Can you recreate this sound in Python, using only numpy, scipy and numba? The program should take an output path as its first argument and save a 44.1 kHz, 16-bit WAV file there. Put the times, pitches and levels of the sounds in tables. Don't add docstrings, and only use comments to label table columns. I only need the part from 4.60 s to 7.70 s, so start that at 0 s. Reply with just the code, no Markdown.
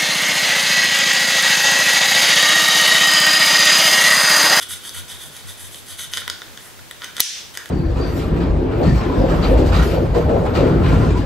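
import sys
import numpy as np
from scipy import signal
from scipy.fft import rfft, irfft
from scipy.io import wavfile
from scipy.ndimage import uniform_filter1d
from numba import njit

SR = 44100
rng = np.random.default_rng(int(sys.argv[2]) if len(sys.argv) > 2 else 0)


def transcribe(signal):
    frames = np.atleast_2d(signal).T
    limited = np.clip(frames, -1, 1)
    pcm = np.round(limited * 32767).astype(np.int16)
    wavfile.write(sys.argv[1], SR, pcm)


def volts(x):
    e = np.asarray(x, float) / 20
    return 10 ** e


N = 136710


def level(x, db):
    return x * volts(db) / np.sqrt(np.mean(x ** 2))


def peak(x):
    return x / np.abs(x).max()


def curve(points, hz):
    p = np.array(points, float)
    return np.interp(np.log(np.maximum(hz, 1)), np.log(p[:, 0]), p[:, 1])


def colour(x, points):
    n = x.shape[-1]
    hz = np.arange(n // 2 + 1) * SR / n
    return irfft(rfft(x) * volts(curve(points, hz)), n)


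def band(x, hz, width):
    return signal.lfilter(*signal.iirpeak(min(hz, .45 * SR), hz / width, fs=SR), x)


def band_twice(x, hz, width):
    return band(band(x, hz, width), hz, width)


def walk(rate):
    k = int(SR / rate)
    steps = np.repeat(rng.standard_normal(N // k + 1), k)
    return 0.86 * uniform_filter1d(uniform_filter1d(steps, k), k)[:N]


# (frequency [Hz], density [dB per Hz])
ROOM_TONE_MID = [(25, -12), (70, -4.5), (130, -3), (360, -3), (700, -6), (1700, -7.5), (3500, -9),
                 (15500, -17.5)]
# (frequency [Hz], density [dB per Hz])
ROOM_TONE_SIDE = [(25, -12), (70, 1), (180, -6.5), (370, -5), (700, -8), (2900, -11.5), (8000, -15),
                  (15500, -16.5)]
# (time [s], level [dB])
BENCH_JOLTS = [(.13, -38), (.4, -34), (.56, -39), (.68, -35), (.88, -34), (1.06, -36.5), (1.2, -51),
               (1.35, -40), (1.46, -36), (1.6, -39), (1.7, -41), (1.9, -44), (2.22, -40.5), (2.4, -49),
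               (2.93, -46)]


def hum():
    shake_hz, shake_width_hz, jolt_s, thud_hz = 86.1, 18.3, 0.053, 141
    t = np.arange(N) / SR
    mid = level(colour(rng.standard_normal(N), ROOM_TONE_MID), -43.5) * volts(walk(3.93))
    side = level(colour(rng.standard_normal(N), ROOM_TONE_SIDE), -45)
    jolts = volts(-52.5) + sum(volts(db) * np.exp(-((t - s) / jolt_s) ** 2) for s, db in BENCH_JOLTS)
    sway = np.sin(2 * np.pi * np.cumsum(shake_hz + shake_width_hz / 4 * walk(12)) / SR)
    rattle = band(rng.standard_normal(N), shake_hz, shake_width_hz)
    rattle = level(band(rattle, shake_hz, 2 * shake_width_hz), -8)
    shake = jolts * (sway + rattle)
    thud = jolts * level(band_twice(rng.standard_normal(N), thud_hz, thud_hz), -18.5)
    return mid + thud + volts(-17) * shake + (side + shake) * np.array([[1], [-1]])


def spread(h):
    width = 0.6
    h = h[0] + width * h[1] * np.array([[1], [-1]])
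    return h / np.sqrt(np.sum(h ** 2) / 2)


def early_echo():
    decay_s = 0.0025
    noise = rng.standard_normal((2, 1024))
    return volts(-7.5) * spread(noise * np.exp(-np.arange(1024) / SR / decay_s))


# (frequency [Hz], t60 [s])
ROOM_DECAY = [(300, 0.27), (1500, .5), (4000, .52), (8000, 0.3), (14000, 0.3)]


def room():
    n, tail = int(.7 * SR), 0
    t = np.arange(n) / SR
    for hz in 180 * 2 ** np.arange(0, 6.6, .5):
        decay = np.exp(-np.log(1000) * t / curve(ROOM_DECAY, hz))
        tail = tail + band(rng.standard_normal((2, n)), hz, hz / 1.94) * decay
    return spread(tail * np.clip(t / 0.002, 0, 1))


# (frequency [Hz], level [dB])
SNAP_COLOUR = [(1100, -27.5), (1800, -11.5), (3500, -3.5), (4500, -5), (5900, 2), (7300, -7), (10500, -9.5),
               (15500, -30)]


def snap():
    snap_s, hold_s, decay_s, thump_s = 2.6034, 0.00088, .0008, 0.00076
    t = np.arange(N) / SR - snap_s
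    noise = rng.standard_normal(N) * (t >= 0) * np.exp(-np.clip(t - hold_s, 0, 1) / decay_s)
    burst = band(noise, 4150, 1530) + band(noise, 7070, 3300)
    burst = burst_top(noise, burst)
    burst = burst + volts(-28) * (t >= 0) * (t < thump_s) * np.sin(np.pi * t / thump_s)
    tone = colour(1. * (np.arange(N) == int(snap_s * SR)), SNAP_COLOUR)
    tone = tone * np.sqrt(np.sum(burst ** 2) / np.sum(tone ** 2))
    return volts(20.5) * burst, volts(20.5) * tone


def burst_top(noise, burst):
    return burst + volts(1.5) * band_twice(noise, 10730, 5400)


def ring(modes, chance):
    scatter_db, detune = 2, .02
    t, total = np.arange(2048) / SR, 0
    for k, ((hz, db, t60), c) in enumerate(zip(modes, chance)):
        tone = np.sin(2 * np.pi * hz * (1 + detune * c[1]) * t)
        total = total + (-1) ** k * volts(db + scatter_db * c[0]) * tone * np.exp(-np.log(1000) * t / t60)
    return total


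# (frequency [Hz], level [dB], t60 [s])
SHELL = [(533, -17.5, 0.009), (980, -7, 0.02), (1476, 3, 0.021), (1622, 1, 0.032), (1889, 7, 0.0095),
         (2480, -7.5, 0.0065)]
# (frequency [Hz], level [dB], t60 [s])
STEEL_RAILS = [(2756, -37, 0.011), (3097, 4, 0.0098), (3440, 5.5, 0.013), (3765, 7, 0.008),
               (4516, 1, 0.008), (5130, 4, 0.0042), (6450, 4.5, 0.0034)]
# (time
# [s], peak level [dB], hollow ring [dB], crack [dB])
KNOCKS = [(0.1075, -22.5, -0.5, -8), (.25, -24, -5, -4), (0.293, -16, -10, 9), (1.1448, -22, -12, 5.5),
          (1.393, -20.5, 2, -4), (1.5355, -9.5, -11, -4), (1.5424, -15, -7, 3),
          (1.5717, -10.5, -1.5, 1), (1.5781, -13, 0.5, 0), (1.582, -16, 2, -8), (1.6177, -22, 6, -10),
          (1.6779, -10.5, 2.5, 2.5), (1.699, -8.5, -3.5, 4), (1.818, -19.5, 3, -9),
          (1.9743, -23.5, -5.5, -3), (2.1914, -31.5, 6, -8), (2.3106, -18, 2, 2.5),
          (2.419, -18.5, 1, -12), (2.4362, -21, 0, -6), (2.4438, -12, 2.5, 3), (2.5664, -14.5, -6, 6),
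          (2.5801, -20, 7, -6), (2.5975, -10, 5, 9), (2.6006, -11.5, 5, 4), (2.6085, -1, -5, 5),
          (2.6142, 0, -5, 8), (2.9517, -19, 4, 4), (2.9728, -10, 4, 9), (3.0575, -23.5, 3, 5.5),
          (3.0902, -28, 10, 17)]


def knocks():
    thock_hz, crack_s = 670, 0.00078
    out, t = np.zeros(N + 2048), np.arange(2048) / SR
    thock = peak(band(np.exp(-t / 0.00035), thock_hz, thock_hz))
    for s, db, hollow_db, crack_db in KNOCKS:
        chance = rng.standard_normal((2, len(STEEL_RAILS), 2))
        puff = rng.standard_normal(2048) * np.minimum(t / 0.00062, 1) * np.exp(-t / crack_s)
        crack = peak(band(band(puff, 6200, 7600), 7500, 9000))
        hit = peak(ring(STEEL_RAILS, chance[0])) + volts(hollow_db - 7) * peak(ring(SHELL, chance[1]))
        hit = peak(hit * np.minimum(t / 0.00043, 1))
        hit = hit + volts(hollow_db - 17) * thock + volts(crack_db - 6) * crack
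        i = int(s * SR)
        out[i:i + 2048] += volts(db) * peak(hit)
    return out[:N]


def roaming(db=0):
    spot_db, spots_per_s = 2.5, 16
    return volts(db + spot_db * walk(spots_per_s))


def flick_clicks():
    flicks_per_s, spread_db, judder_db = 7000, 3.0, 3
    happens = rng.random(N) < flicks_per_s / SR
    size = volts(spread_db * np.minimum(rng.exponential(size=N), 5))
    sign = np.sign(rng.standard_normal(N))
    return level(happens * size * sign * volts(judder_db * walk(90)), 0)


def scrubbed_body(modes, drive):
    rings = [(-1) ** k * ring([m], np.zeros((1, 2)))[:1024] for k, m in enumerate(modes)]
    driven = sum(signal.oaconvolve(drive * roaming(), h)[:N] for h in rings)
    return driven / np.sqrt(np.sum(sum(rings) ** 2))


# (frequency [Hz], width [Hz], level [dB])
BRISTLE_TIPS = [(6240, 7900, -1.5), (9360, 4600, 24), (10800, 2600, -31), (13400, 4300, -4)]
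# (time [s], length [s], level [dB], bristle hiss [dB], hollow ring [dB])
BRUSH_STROKES = [(-.005, 0.066, -28.5, -5, -0.5), (0.08, .11, -29.5, -0.5, -0.5),
                 (0.213, 0.12, -32.5, -4.5, -1), (0.33, 0.091, -30.5, -1, 3), (0.472, 0.11, -33.5, -4, 1.5),
                 (0.578, 0.12, -36, -1.5, 1), (0.711, 0.14, -38.5, -5, 1.5), (0.853, 0.096, -36, 0, 0.5),
                 (0.955, 0.15, -39, 0.5, 1), (1.092, 0.13, -41.5, 2.5, -8), (1.251, 0.12, -34, -3, -1.5),
                 (1.367, 0.11, -31, -2.5, -1.5), (1.506, 0.12, -32.5, -0.5, 5), (1.98, 0.15, -52, 5, 12),
                 (2.398, 0.12, -37.5, -10, 10), (2.546, 0.087, -29.5, -8.5, 6),
                 (2.935, 0.033, -35, -5.5, 1), (2.954, 0.09, -43.5, -19, 16)]


def scrub():
    rise_share = 0.39
    t, strokes = np.arange(N) / SR, np.zeros((3, N))
    for start, length, db, hiss_db, hollow_db in BRUSH_STROKES:
        u = np.clip((t - start) / length, 0, 1)
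        swell = np.sin(np.pi / 2 * np.minimum(u / rise_share, (1 - u) / (1 - rise_share)))
        strokes += swell * volts(db + np.array([[0], [hiss_db], [hollow_db]]))
    rail_env, hiss_env, shell_env = strokes
    flicks, tips = flick_clicks(), 0
    for k, (hz, width, db) in enumerate(BRISTLE_TIPS):
        later = np.roll(flicks, 37 * k + 37)
        tips = tips + roaming(db) * band_twice(later, hz, width)
    rails = scrubbed_body(STEEL_RAILS, flicks * rail_env)
    shell = volts(-8.5) * scrubbed_body(SHELL, flicks * shell_env)
    return volts(-4) * (rails + shell + level(tips, 2) * hiss_env)


def echo(x, h):
    return signal.fftconvolve(x[None], h, axes=1)[:, :N]


def scene():
    work = scrub() + knocks()
    burst, tone = snap()
    work = signal.sosfilt(signal.butter(2, 250, "high", fs=SR, output="sos"), work)
    direct = work + burst
    to_room = volts(-5.5) * work + volts(-13) * tone
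    return direct + echo(direct, early_echo()) + echo(to_room, room()) + hum()


@njit
def follow(x, top, attack, release):
    g, e = np.empty(len(x)), top
    for i in range(len(x)):
        e = e + (x[i] - e) * attack if x[i] > e else max(e * release, top)
        g[i] = top / e
    return g


def band_limit(x):
    return signal.sosfilt(signal.butter(12, 16420, fs=SR, output="sos"), x)


def record(dry):
    limit_db, attack_s, release_db_per_s, top_hz = -3.5, 0.0019, 87.5, 15720
    loudest = np.abs(dry).max(axis=0)
    gain = follow(loudest, volts(limit_db), 1 / (attack_s * SR), volts(-release_db_per_s / SR))
    clipped = np.clip(dry * gain, -1, 1)
    cut = signal.sosfilt(signal.ellip(12, .5, 60, top_hz, fs=SR, output="sos"), clipped)
    return band_limit(np.clip(cut, -1, 1))


dry = scene()
out = record(dry)
transcribe(out)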